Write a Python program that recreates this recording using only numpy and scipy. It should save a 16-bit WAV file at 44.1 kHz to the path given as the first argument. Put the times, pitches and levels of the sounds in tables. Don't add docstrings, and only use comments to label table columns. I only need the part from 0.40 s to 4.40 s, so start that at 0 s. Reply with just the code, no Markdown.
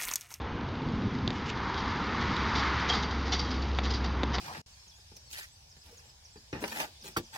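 import sys
import numpy as np
from scipy import signal
from scipy.fft import rfft, irfft, next_fast_len
from scipy.io import wavfile
from scipy.ndimage import map_coordinates

SR = 44100
rng = np.random.default_rng(int(sys.argv[2]) if len(sys.argv) > 2 else 0)


def wrap_up_sound(samples):
    columns = np.atleast_2d(samples).T
    tamed = np.clip(columns, -1, 1)
    steps = np.round(tamed * 32767).astype(np.int16)
    wavfile.write(sys.argv[1], SR, steps)


N = 176400
T = np.arange(N) / SR


def amp(db):
    return 10 ** (np.asarray(db) / 20)


def unit(x):
    return x / np.sqrt(np.mean(x ** 2) + 1e-20)


def curves(rows):
    times, *columns = np.transpose(rows)
    return [np.interp(T, times, column) for column in columns]


def wobble(rate):
    return map_coordinates(rng.standard_normal(400), [T * rate], mode="mirror")


def colour(x, spectrum):
    size = 2 * next_fast_len(len(x))
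    hz, db = np.transpose(spectrum)
    gain_db = np.interp(np.log(np.fft.rfftfreq(size, 1 / SR) + 1), np.log(hz), db)
    cepstrum = irfft(np.log(amp(gain_db)))
    cepstrum[1:size // 2] *= 2
    cepstrum[size // 2 + 1:] = 0
    return irfft(rfft(x, size) * np.exp(rfft(cepstrum)))[:len(x)]


def noise(spectrum):
    return unit(colour(rng.standard_normal(N), spectrum))


def fade(t60):
    return np.exp(-np.log(1000) * T[:SR // 3] / t60)


def burst(spectrum, t60):
    decay = fade(t60)
    x = colour(decay * rng.standard_normal(len(decay)), spectrum)
    return x / np.linalg.norm(x)


def impact(spectrum, t60, scatter=.55):
    tail = fade(t60) * rng.standard_normal(SR // 3)
    x = colour(signal.unit_impulse(len(tail)) + scatter * tail / np.linalg.norm(tail), spectrum)
    return x / np.linalg.norm(x)


def contacts(per_s, spread_db=2.5):
    hits = (rng.random(N) < per_s / SR) * rng.choice([-1, 1], N)
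    return unit(hits * amp(spread_db * rng.standard_normal(N)))


def add(out, start_s, x):
    part = out[round(start_s * SR):][:len(x)]
    part += x[:len(part)]


def traffic():
    # time_s, level_db
    swell = [(0, -35.5), (1.0, -36.5), (1.85, -33.5), (2.7, -36), (4, -35.5)]
    # freq_hz, gain_db
    hum_eq = [(20, -14.5), (45, -6), (75, 1), (130, -2), (180, -3), (228, 0), (300, -5.5), (450, -9.5),
              (600, -16.5), (900, -10.5), (1300, -15.5), (2000, -22.5), (3500, -26), (5000, -39),
              (6500, -42), (8000, -81.5)]
    return amp(curves(swell)[0] + 0.11 * wobble(5.0)) * noise(hum_eq)


def tyres():
    # time_s, low_db, high_db
    pass_by = [(0, -51.5, -53), (.85, -57, -48), (1.1, -47.5, -43), (1.23, -36.5, -43.5),
               (1.48, -38, -39.5), (1.65, -38, -38.5), (1.95, -38.5, -36.5), (2.25, -36.5, -33.5),
               (2.45, -38.5, -34), (2.7, -42, -41.5), (3.0, -45, -45.5), (3.3, -56, -47.5), (4, -42, -46.5)]
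    # freq_hz, gain_db
    low_eq = [(200, -19), (400, 0.5), (600, -13.5), (780, 4.5), (950, 13.5), (1300, 6.5), (1800, 0.5),
              (2600, -46)]
    # freq_hz, gain_db
    high_eq = [(700, -19.5), (1200, -2.5), (1650, -7), (2100, -5.5), (2600, -14.5), (3400, -15.5),
               (5000, -22.5), (7500, -44.5)]
    low_db, high_db = curves(pass_by)
    return amp(0.41 * wobble(12)) * (amp(low_db) * noise(low_eq) + amp(high_db) * noise(high_eq))


def engine(waver_db=1):
    # time_s, firing_hz, level_db
    drone = [(0, 70.5, -47), (1, 69, -53.5), (1.35, 69.1, -41.5), (1.6, 70.2, -48), (2, 69.6, -42),
             (2.3, 68.75, -36), (2.55, 68.4, -38.5), (2.8, 68.8, -33.5), (3.2, 67.4, -33),
             (3.65, 66, -31.5), (4, 65.7, -33.5)]
    hz, db = curves(drone)
    return np.sqrt(2) * amp(db + waver_db * wobble(24)) * np.sin(2 * np.pi * np.cumsum(hz) / SR)


def rumble(fade_s=0.0066):
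    # start_s, end_s, level_db
    stretches = [(0.125, 0.162, -33), (0.418, 0.524, -32.5), (0.533, 0.687, -32.5), (0.702, 0.918, -36.5),
                 (1.886, 1.939, -34.5)]
    # freq_hz, gain_db
    rumble_eq = [(25, -12.5), (90, 5), (170, 0.5), (230, 7.5), (330, -7.5), (480, -11.5), (800, -57.5)]
    gate = sum(amp(db) * np.clip(np.minimum(T - start, end - T) / fade_s + .5, 0, 1)
               for start, end, db in stretches)
    return gate * unit(noise(rumble_eq) * amp(.5 * wobble(28.86)))


def ticking():
    # start_s, level_db
    ticks = [(.018, -27), (.211, -27), (.289, -24.5), (.355, -24.5), (.421, -26), (.488, -23), (.555, -27),
             (0.622, -25), (0.752, -22.5), (.788, -25), (1.175, -21.5), (1.344, -17), (1.67, -22),
             (3.316, -23.5), (3.349, -22.5)]
    # freq_hz, gain_db
    tick_eq = [(2000, -16), (3000, -5), (3900, 0), (5000, -10), (7000, -28)]
    tick = colour(signal.unit_impulse(SR // 20), tick_eq)
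    out = np.zeros(N)
    for start_s, db in ticks:
        add(out, start_s, amp(db) * tick / np.linalg.norm(tick))
    return out


def clicks(second_contact_s=.0038, thud_lag_s=.0008):
    # start_s, snap_db, knock_db, thud_db, second_contact_relative_db
    cues = [(0.8773, -5.5, -35, -3.5, -20), (0.9048, -13, -13.5, -35, -9), (1.9662, -11.5, -26, -19, -15),
            (3.3872, -8.5, -5, -16, -3.5), (3.8334, -9.5, -6, -3, -5), (3.9838, -11.5, -9, -15, -4)]
    # freq_hz, gain_db
    snap_eq = [(1500, -29), (2300, -14), (2700, -1), (3100, -0.5), (3650, 9), (4200, 2), (4750, 2.5),
               (5300, -18), (5900, -11), (8000, -25)]
    # freq_hz, gain_db
    knock_eq = [(250, -10), (480, 2), (780, 4), (1100, -4), (1600, -4), (2200, -1.5), (3200, -13),
                (6000, -44)]
    # freq_hz, gain_db
    thud_eq = [(30, -13), (100, -3.5), (250, 1.5), (450, -4.5), (1000, -25), (3000, -49)]
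    out = np.zeros(N)
    for start_s, snap_db, knock_db, thud_db, second_db in cues:
        for contact_s, drop_db in (start_s, 0), (start_s + second_contact_s, second_db):
            snap = amp(snap_db + drop_db) * impact(snap_eq, t60=.0074)
            knock = amp(knock_db + drop_db) * impact(knock_eq, t60=.02)
            thud = amp(thud_db + drop_db) * impact(thud_eq, t60=.02)
            add(out, contact_s, snap + knock)
            add(out, contact_s + thud_lag_s, thud)
    return out


def grass_steps():
    # centre_s, level_db, width_s
    swishes = [(0.961, -53, 0.042), (1.064, -47, 0.0092), (1.093, -39.5, 0.0089), (1.102, -37.5, 0.0024)]
    # freq_hz, gain_db
    grass_eq = [(800, -23), (2300, -3), (2850, 1), (3500, -4), (5000, -9), (6500, -13.5), (7500, -19)]
    blades = unit(colour(contacts(per_s=1500), grass_eq))
    return blades * sum(amp(db) * np.exp(-.5 * ((T - centre) / width) ** 2)
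                        for centre, db, width in swishes)


def clinks():
    # start_s, level_db, pitch_hz, t60_s
    strikes = [(1.372, -40.5, 3235, 0.28), (1.378, -44, 4590, 0.18), (1.80, -44, 3290, .3),
               (1.966, -29, 3950, .03), (2.16, -46, 4600, 0.18), (2.499, -22, 3237, 0.07),
               (2.507, -28, 3220, 0.06), (2.525, -25, 3250, 0.073), (2.544, -37, 4580, 0.27),
               (2.925, -30.5, 3520, 0.095), (2.929, -30.5, 5740, 0.053), (2.945, -37, 4690, 0.17),
               (2.993, -28, 4660, 0.076), (2.997, -32, 5440, 0.045), (3.112, -34.5, 5020, .06),
               (3.221, -38.5, 4550, .1), (3.510, -31.5, 5000, 0.062), (3.539, -30.5, 4720, 0.042),
               (3.548, -37, 4000, 0.029)]
    out = np.zeros(N)
    for start_s, db, hz, t60 in strikes:
        decay = fade(t60)
        note = np.sin(2 * np.pi * hz * rng.normal(1, 0.0022) * T[:len(decay)])
        add(out, start_s, amp(db) * decay * note)
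    return out


def wire_ring(t60=.29, detune=.0023):
    mode_hz = [1712, 1978, 2146, 3245, 3508, 3660, 4020, 4377, 4581, 4650, 4802, 4981, 5190, 5648, 5803]
    mode_db = [-7, -1, -3, 2, -2, -4, -4, -6, 4, 3, -2, 0, -6, -8, -9]
    decay = fade(t60)
    t = T[:len(decay)]
    ring = np.zeros(len(t))
    for hz, db in zip(mode_hz, mode_db):
        gain = amp(db + rng.normal(0, 1.2))
        cycles = hz * rng.normal(1, detune) * t + rng.random()
        ring += gain * decay * np.sin(2 * np.pi * cycles)
    return ring / np.linalg.norm(ring)


def fence(patches=7, contacts_per_s=1400, rise_s=.011, ring_db=-3, jingle_ring_db=-3):
    # start_s, level_db, decay_s, frame_relative_db
    shakes = [(1.368, -41, 0.03, 2), (1.49, -50, 0.026, -7), (1.66, -54, 0.0095, -2),
              (1.80, -47, 0.039, 11), (2.143, -34.5, .04, 2.5), (2.184, -47, 0.037, 11),
              (2.386, -43, 0.026, 3), (2.478, -35.5, .01, 2), (2.487, -30, 0.016, 3),
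              (2.522, -34, 0.046, 3), (2.621, -32.5, 0.005, 0), (2.697, -40.5, 0.0091, -0.5),
              (2.845, -45.5, 0.086, 4.5), (2.915, -29, 0.023, -3), (2.983, -33.5, 0.016, -8),
              (3.041, -46.5, .025, 6), (3.099, -39.5, 0.016, 1), (3.21, -45.5, 0.0083, 1),
              (3.429, -40, .006, 2), (3.442, -37.5, 0.017, 2.5), (3.499, -34, 0.0088, -2.5),
              (3.531, -36, 0.014, -3), (3.635, -40.5, 0.014, 1.5), (3.929, -36, .012, 3),
              (3.941, -34, 0.0065, -13)]
    # time_s, level_db
    jingle = [(0, -63.5), (1.2, -52.5), (1.4, -48), (1.62, -51.5), (1.9, -46.5), (2.25, -46), (2.55, -51),
              (2.8, -50.5), (3.05, -48), (3.3, -52), (3.6, -51), (3.8, -57), (4, -51)]
    # freq_hz, gain_db
    clash_eq = [(1500, -23), (2500, -3), (3400, 0.5), (4000, 3.5), (4250, -0.5), (4700, 0), (5400, -2),
                (6100, -7.5), (7000, -16), (8000, -65.5)]
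    # freq_hz, gain_db
    frame_eq = [(120, -25), (280, 7), (450, -0.5), (590, -7), (750, 5), (1150, -0.5), (1600, -2.5),
                (2050, 2), (2450, -10.5), (4000, -31.5)]
    jingle_power = amp(curves(jingle)[0]) ** 2
    shake_power, frame_power, out = np.zeros((3, N))
    age = T[:SR // 2]
    for start_s, db, decay_s, frame_db in shakes:
        shake = amp(db) * np.minimum(age / rise_s, 1) * np.exp(-np.maximum(age - rise_s, 0) / decay_s)
        add(shake_power, start_s, shake ** 2)
        add(frame_power, start_s, (amp(frame_db) * shake) ** 2)
    ring_power = amp(ring_db) ** 2 * (shake_power + amp(jingle_ring_db) ** 2 * jingle_power)
    for _ in range(patches):
        hits = contacts(contacts_per_s / patches)
        layers = [(shake_power + jingle_power, burst(clash_eq, t60=.018)),
                  (ring_power, wire_ring()),
                  (frame_power, burst(frame_eq, t60=.096))]
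        for power, response in layers:
            out += signal.fftconvolve(hits * np.sqrt(power / patches), response)[:N]
    return out


def scene():
    foreground = fence() + clinks() + clicks() + ticking() + grass_steps()
    background = tyres() + engine() + traffic() + rumble()
    mono = foreground + background
    return np.array([mono, mono])


def record(dry, top_hz=7500):
    return signal.sosfilt(signal.ellip(10, .1, 90, top_hz, fs=SR, output="sos"), dry)


dry = scene()
out = record(dry)
wrap_up_sound(out)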